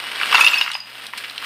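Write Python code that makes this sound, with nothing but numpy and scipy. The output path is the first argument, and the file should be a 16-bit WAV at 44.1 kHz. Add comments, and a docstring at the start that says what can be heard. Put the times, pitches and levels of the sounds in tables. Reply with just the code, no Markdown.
"""A thin plastic bag of fired clay pieces is set down on the floor of a bare room.
Over faint room noise and a hum, the film buckles and crinkles as the bag is lowered. Crumbs jostle,
damped pieces knock, free pieces clink in their natural modes, and the load lands with a soft thud.
The heap settles and a small shard is the last to ring. As the hand lets go, the loose film goes on
crackling, with a few late knocks. The room's reverberation follows the crinkles, knocks and clinks."""
import sys
import numpy as np
from scipy import signal
from scipy.fft import rfft, irfft
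from scipy.io import wavfile
from scipy.ndimage import uniform_filter1d

SR = 44100
rng = np.random.default_rng(int(sys.argv[2]) if len(sys.argv) > 2 else 0)


def unload_wav(signal):
    """Save mono or channel-first audio to the path in sys.argv[1] as 16-bit WAV at rate SR, clipped to [-1, 1]."""
    wavfile.write(
        sys.argv[1],
        SR,
        np.round(np.clip(np.atleast_2d(signal).T, -1, 1) * 32767).astype(np.int16),
    )


N = 63945
T = np.arange(N) / SR
CUTOFF_HZ = 15450

# Spectrum of the plastic film. Each row: frequency in Hz, relative level in dB.
FILM_SPECTRUM = [(40, -29), (120, -24.5), (230, -13), (600, -8), (1000, -3.5), (1700, 1), (2200, -1),
                 (2900, 2.5), (4000, -5.5), (5100, -9), (6200, -25), (7600, -27), (8600, -12),
                 (10000, -22.5), (15000, -25.5)]
# Spectrum of a dull clay body. Each row: frequency in Hz, relative level in dB.
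CLAY_SPECTRUM = [(50, -57), (200, -33), (450, 0), (700, -1.5), (1000, 4), (1400, 1), (2000, -0.5),
                 (2700, 9.5), (3700, 1), (5000, 2), (6800, -15.5), (8600, -17), (15000, -12)]


def from_db(db):
    """Amplitude ratio: tenfold for every 20 dB."""
    return 10 ** (np.asarray(db) / 20)


def unit_rms(x):
    """Normalisation to a mean power of one."""
    return x / np.sqrt(np.mean(x ** 2) + 1e-20)


def contour(points):
    """Amplitude envelope, linear in decibels between (s, dB) points."""
    return from_db(np.interp(T, *np.transpose(points)))


def decay(t60):
    """Exponential damping: 60 dB in t60 seconds."""
    return np.exp(-np.log(1000) * T / max(t60, 1e-3))


def rise(seconds):
    """Exponential onset with the given time constant."""
    return 1 - np.exp(-T / seconds)


def add(out, start_s, x):
    """Superposition of x on out from a given time."""
    i = int(max(start_s, 0) * SR)
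    out[i:] += x[:N - i]


def band(x, kind, hz, order=2):
    """Maximally flat low-pass or high-pass filtering."""
    return signal.sosfilt(signal.butter(order, hz, kind, fs=SR, output="sos"), x)


def colour(x, spectrum):
    """Minimum-phase filtering by a response given as (Hz, dB) points."""
    hz, db = np.transpose(spectrum)
    bins_hz = np.arange(N + 1) * SR / (2 * N)
    magnitude = from_db(np.interp(np.log(bins_hz + 1), np.log(hz), db))
    cepstrum = irfft(np.log(magnitude))
    cepstrum[1:N] *= 2  # folding onto positive time makes the filter causal
    cepstrum[N + 1:] = 0
    return irfft(rfft(x, 2 * N) * np.exp(rfft(cepstrum)))[:N]


def clicks(per_s, spread_db):
    """Shot noise: independent impulses of random size and sign."""
    sizes = from_db(spread_db * np.minimum(rng.exponential(1, N), 5))
    return (rng.random(N) < per_s / SR) * sizes * rng.choice([-1, 1], N)


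def burst(envelope, spectrum):
    """Source and filter: gritty contact noise excites a body, at the energy of the envelope."""
    response = colour(rng.standard_normal(N) * envelope, spectrum)
    return unit_rms(response) * np.sqrt(np.mean(envelope ** 2))


def blows(rows, spectrum, width_oct):
    """Transient excitation: each rough blow stresses one band of a body's spectrum."""
    out, grid_hz = np.zeros(N), np.geomspace(60, 16000, 60)
    hz, db = np.transpose(spectrum)
    body_db = np.interp(np.log(grid_hz), np.log(hz), db)
    for start_s, level_db, centre_hz, t60 in rows:
        offset = np.log2(grid_hz / centre_hz) / width_oct
        stress_db = 20 * np.log10(np.exp(-offset ** 4) + from_db(-22))  # flat top above a floor
        envelope = decay(t60) * rise(seconds=0.00095)
        add(out, start_s, from_db(level_db) * burst(envelope, np.c_[grid_hz, body_db + stress_db]))
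    return out


def background(air_db=-59.5, hum_hz=119.5, hum_db=-64):
    """Noise floor: steady broadband room noise and a low pure tone."""
    # Spectrum of the room noise. Each row: frequency in Hz, relative spectral density in dB.
    air_spectrum = [(30, -35), (90, -25), (220, 16), (400, -7), (1000, -3), (4000, -14), (15000, -7.5)]
    air = unit_rms(colour(rng.standard_normal(N), air_spectrum))
    hum = unit_rms(np.sin(2 * np.pi * hum_hz * T))
    return from_db(air_db) * air + from_db(hum_db) * hum


def crinkles(per_s=5000, spread_db=3.2, clump_s=.006, clump_db=1.8, sag_from_s=.83, sag_db=-15.5):
    """Buckling: tiny creases click in clumps, joined by finer, brighter ones as the bag's top sags."""
    # Strength of the crinkling. Each row: time in seconds, relative level in dB.
    rustle = [(0, -32.5), (.19, -28.5), (.28, -25.5), (.34, -21), (.42, -23.5), (.49, -31.5), (.56, -27),
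              (.66, -37), (.76, -49.5), (.82, -52.5), (.88, -40), (.97, -37), (1.06, -36.5), (1.09, -43),
              (1.125, -44.5), (1.15, -35), (1.25, -35), (1.32, -37.5), (1.38, -38), (1.45, -31)]
    creases = unit_rms(colour(clicks(per_s, spread_db), FILM_SPECTRUM))
    fine = unit_rms(band(clicks(per_s, spread_db), "high", hz=3560, order=1))
    sag = from_db(sag_db) * fine * (T > sag_from_s)
    flicker = unit_rms(uniform_filter1d(rng.standard_normal(N), int(clump_s * SR)))
    return (creases + sag) * from_db(clump_db * flicker) * contour(rustle)


def crumbs(count=36, per_s=2000, t60=.02, low_hz=927, high_hz=14090, tilt_db_per_oct=-4):
    """Damped resonators: jostling crumbs of clay, struck at random, tick at pitches of their own."""
    # Strength of the jostling in the heap. Each row: time in seconds, relative level in dB.
    jostle = [(.15, -43), (.33, -30.5), (.41, -20), (.48, -24.5), (.56, -28.5), (.68, -36), (.78, -41),
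              (.85, -97)]
    out = np.zeros(N)
    radius = np.exp(-np.log(1000) / (t60 * SR))
    for hz in np.geomspace(low_hz, high_hz, count):
        angle = 2 * np.pi * hz * rng.uniform(.96, 1.04) / SR
        impacts = clicks(per_s / count, spread_db=2.5) + 1e-18
        ring = signal.lfilter([0, np.sin(angle)], [1, -2 * radius * np.cos(angle), radius ** 2], impacts)
        out += unit_rms(ring) * from_db(tilt_db_per_oct * np.log2(hz / low_hz))
    return unit_rms(out) * contour(jostle)


def knocks():
    """Heavily damped impact: pieces hit the floor or the heap and give a short band of noise."""
    # Each row: start in seconds, relative level in dB, band centre in Hz, 60 dB decay time in seconds.
    impacts = [(.199, -9.5, 2100, 0.012), (.2125, -5, 1400, 0.017), (.2315, -1, 1900, 0.01),
               (.3265, -5, 1460, 0.026), (.344, -1, 1210, 0.022), (.351, -0.5, 1360, 0.019),
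               (.352, -6, 4170, 0.025), (.381, -4, 1370, 0.018), (.392, -6, 1420, 0.032),
               (.398, -4, 1550, 0.016), (.410, -9.5, 1210, 0.014), (.423, -27, 1210, 0.018),
               (.481, -6.5, 4000, 0.02), (.6095, -9, 1550, 0.025), (.662, -10, 1560, 0.011),
               (.677, -3, 1530, 0.0074), (.701, -13.5, 1360, 0.012), (.751, -11, 2680, 0.014),
               (.751, -15, 1050, 0.014), (1.1345, -13, 1390, 0.013), (1.178, -22, 1720, 0.031),
               (1.426, -16.5, 1200, 0.0097)]
    return blows(impacts, CLAY_SPECTRUM, width_oct=.8)


def clinks(contact_t60=0.0086, contact_db=-4, contact_hz=5300, overtone_spread_db=3):
    """Modal vibration: free pieces ring after a sharp contact, with overtones that vary by blow."""
    # Each row: start in seconds, relative level in dB, pitch in Hz, nominal 60 dB decay time in seconds.
    strikes = [(0.31, -12.5, 2640, 0.059), (0.3255, -1, 2940, 0.015), (0.3459, -0.5, 2720, 0.059),
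               (.370, -6.5, 3610, 0.037), (0.407, -14.5, 8540, 0.03), (0.4086, 0, 2583, 0.085),
               (0.4449, -0.5, 2690, 0.08), (.454, -16.5, 9470, 0.034), (0.4645, 1.5, 2666, 0.038),
               (0.473, -0.5, 2787, 0.062), (0.533, -6, 2570, 0.091), (.541, -8, 2795, 0.089),
               (.550, -18, 4540, 0.13), (0.574, -9.5, 2573, 0.093), (0.583, -11, 5210, 0.048),
               (0.612, 2, 2832, 0.032), (.614, -16.5, 3770, 0.075), (.629, -23.5, 4870, 0.1),
               (.742, -18.5, 4960, 0.12), (.8025, -19, 4906, 0.054)]
    # Modes of a piece. Each row: ratio to its pitch, relative level in dB, share of its decay time.
    shard_modes = [(1, 0, 0.78), (1.025, -11.5, 0.63), (1.35, -12, 0.64), (1.77, -11.5, 0.34),
                   (2.44, -21, 0.36), (3.4, -19, 0.48), (4.3, -13, 0.38)]
    out = np.zeros(N)
    for start_s, level_db, pitch_hz, t60 in strikes:
        clink = from_db(contact_db) * burst(decay(contact_t60), CLAY_SPECTRUM)
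        for k, (ratio, mode_db, share) in enumerate(shard_modes):
            detune, vary = rng.standard_normal(2) * (k > 0)
            hz = pitch_hz * (ratio + 0.066 * (ratio - 1) * detune)
            # The contact excites overtones above contact_hz only weakly.
            excitation = (hz < CUTOFF_HZ) / (1 + (hz / contact_hz) ** 3) if k else 1
            amplitude = excitation * from_db(mode_db + overtone_spread_db * vary)
            clink += amplitude * np.sin(2 * np.pi * hz * T) * decay(t60 * share)
        add(out, start_s, from_db(level_db) * clink * rise(seconds=0.0014))
    return out


def thud(start_s=.344, hz=80, gain_db=-30):
    """Damped low oscillation: the weight of the load meets the floor."""
    out = np.zeros(N)
    envelope = decay(t60=0.045) * rise(seconds=0.004)
    add(out, start_s, from_db(gain_db) * np.sin(2 * np.pi * hz * T) * envelope)
    return out


def snaps():
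    """Sudden buckling: the film gives way in a few larger, separate snaps."""
    # Each row: start in seconds, relative level in dB, band centre in Hz, 60 dB decay time in seconds.
    buckles = [(.404, -16.5, 9800, 0.034), (.715, -12.5, 5640, 0.014), (.733, -18, 5230, 0.015),
               (1.0665, -16.5, 7700, 0.011), (1.175, -24, 7700, 0.059), (1.297, -15.5, 5000, 0.011),
               (1.379, -7.5, 4630, 0.0086), (1.238, -23, 2980, 0.053)]
    return blows(buckles, FILM_SPECTRUM, width_oct=1.1)


def room(x, early_t60=0.037, early_db=-8, tail_t60=0.5, treble_t60=0.45, tail_db=-7, split_hz=5000):
    """Reverberation: close reflections from floor and heap, then a tail whose treble dies first."""
    early, low, high = rng.standard_normal((3, N))
    early = early * decay(early_t60) / np.linalg.norm(decay(early_t60))
    low = band(low, "low", split_hz) * decay(tail_t60)
    high = band(high, "high", split_hz) * decay(treble_t60)
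    tail = (low + high) / np.linalg.norm(decay(tail_t60))
    response = from_db(early_db) * early * (T > .002) + from_db(tail_db) * tail * (T > .008)
    return signal.fftconvolve(x, response)[:N]


def scene():
    """Superposition of the direct sound of bag and clay, its reflections, the thud and the noise floor."""
    pieces = band(clinks() + crumbs(), "high", hz=1110)  # clinks and crumbs are kept clear of bass
    direct = pieces + knocks() + crinkles() + snaps()
    return (direct + room(direct) + thud() + background())[None]


def record(dry):
    """Clipping and band limiting: peaks past full scale are flattened, then the top treble is cut."""
    low_pass = signal.ellip(12, .1, 80, CUTOFF_HZ, fs=SR, output="sos")
    return signal.sosfilt(low_pass, np.clip(dry, -1, 1))


dry = scene()
out = record(dry)
unload_wav(out)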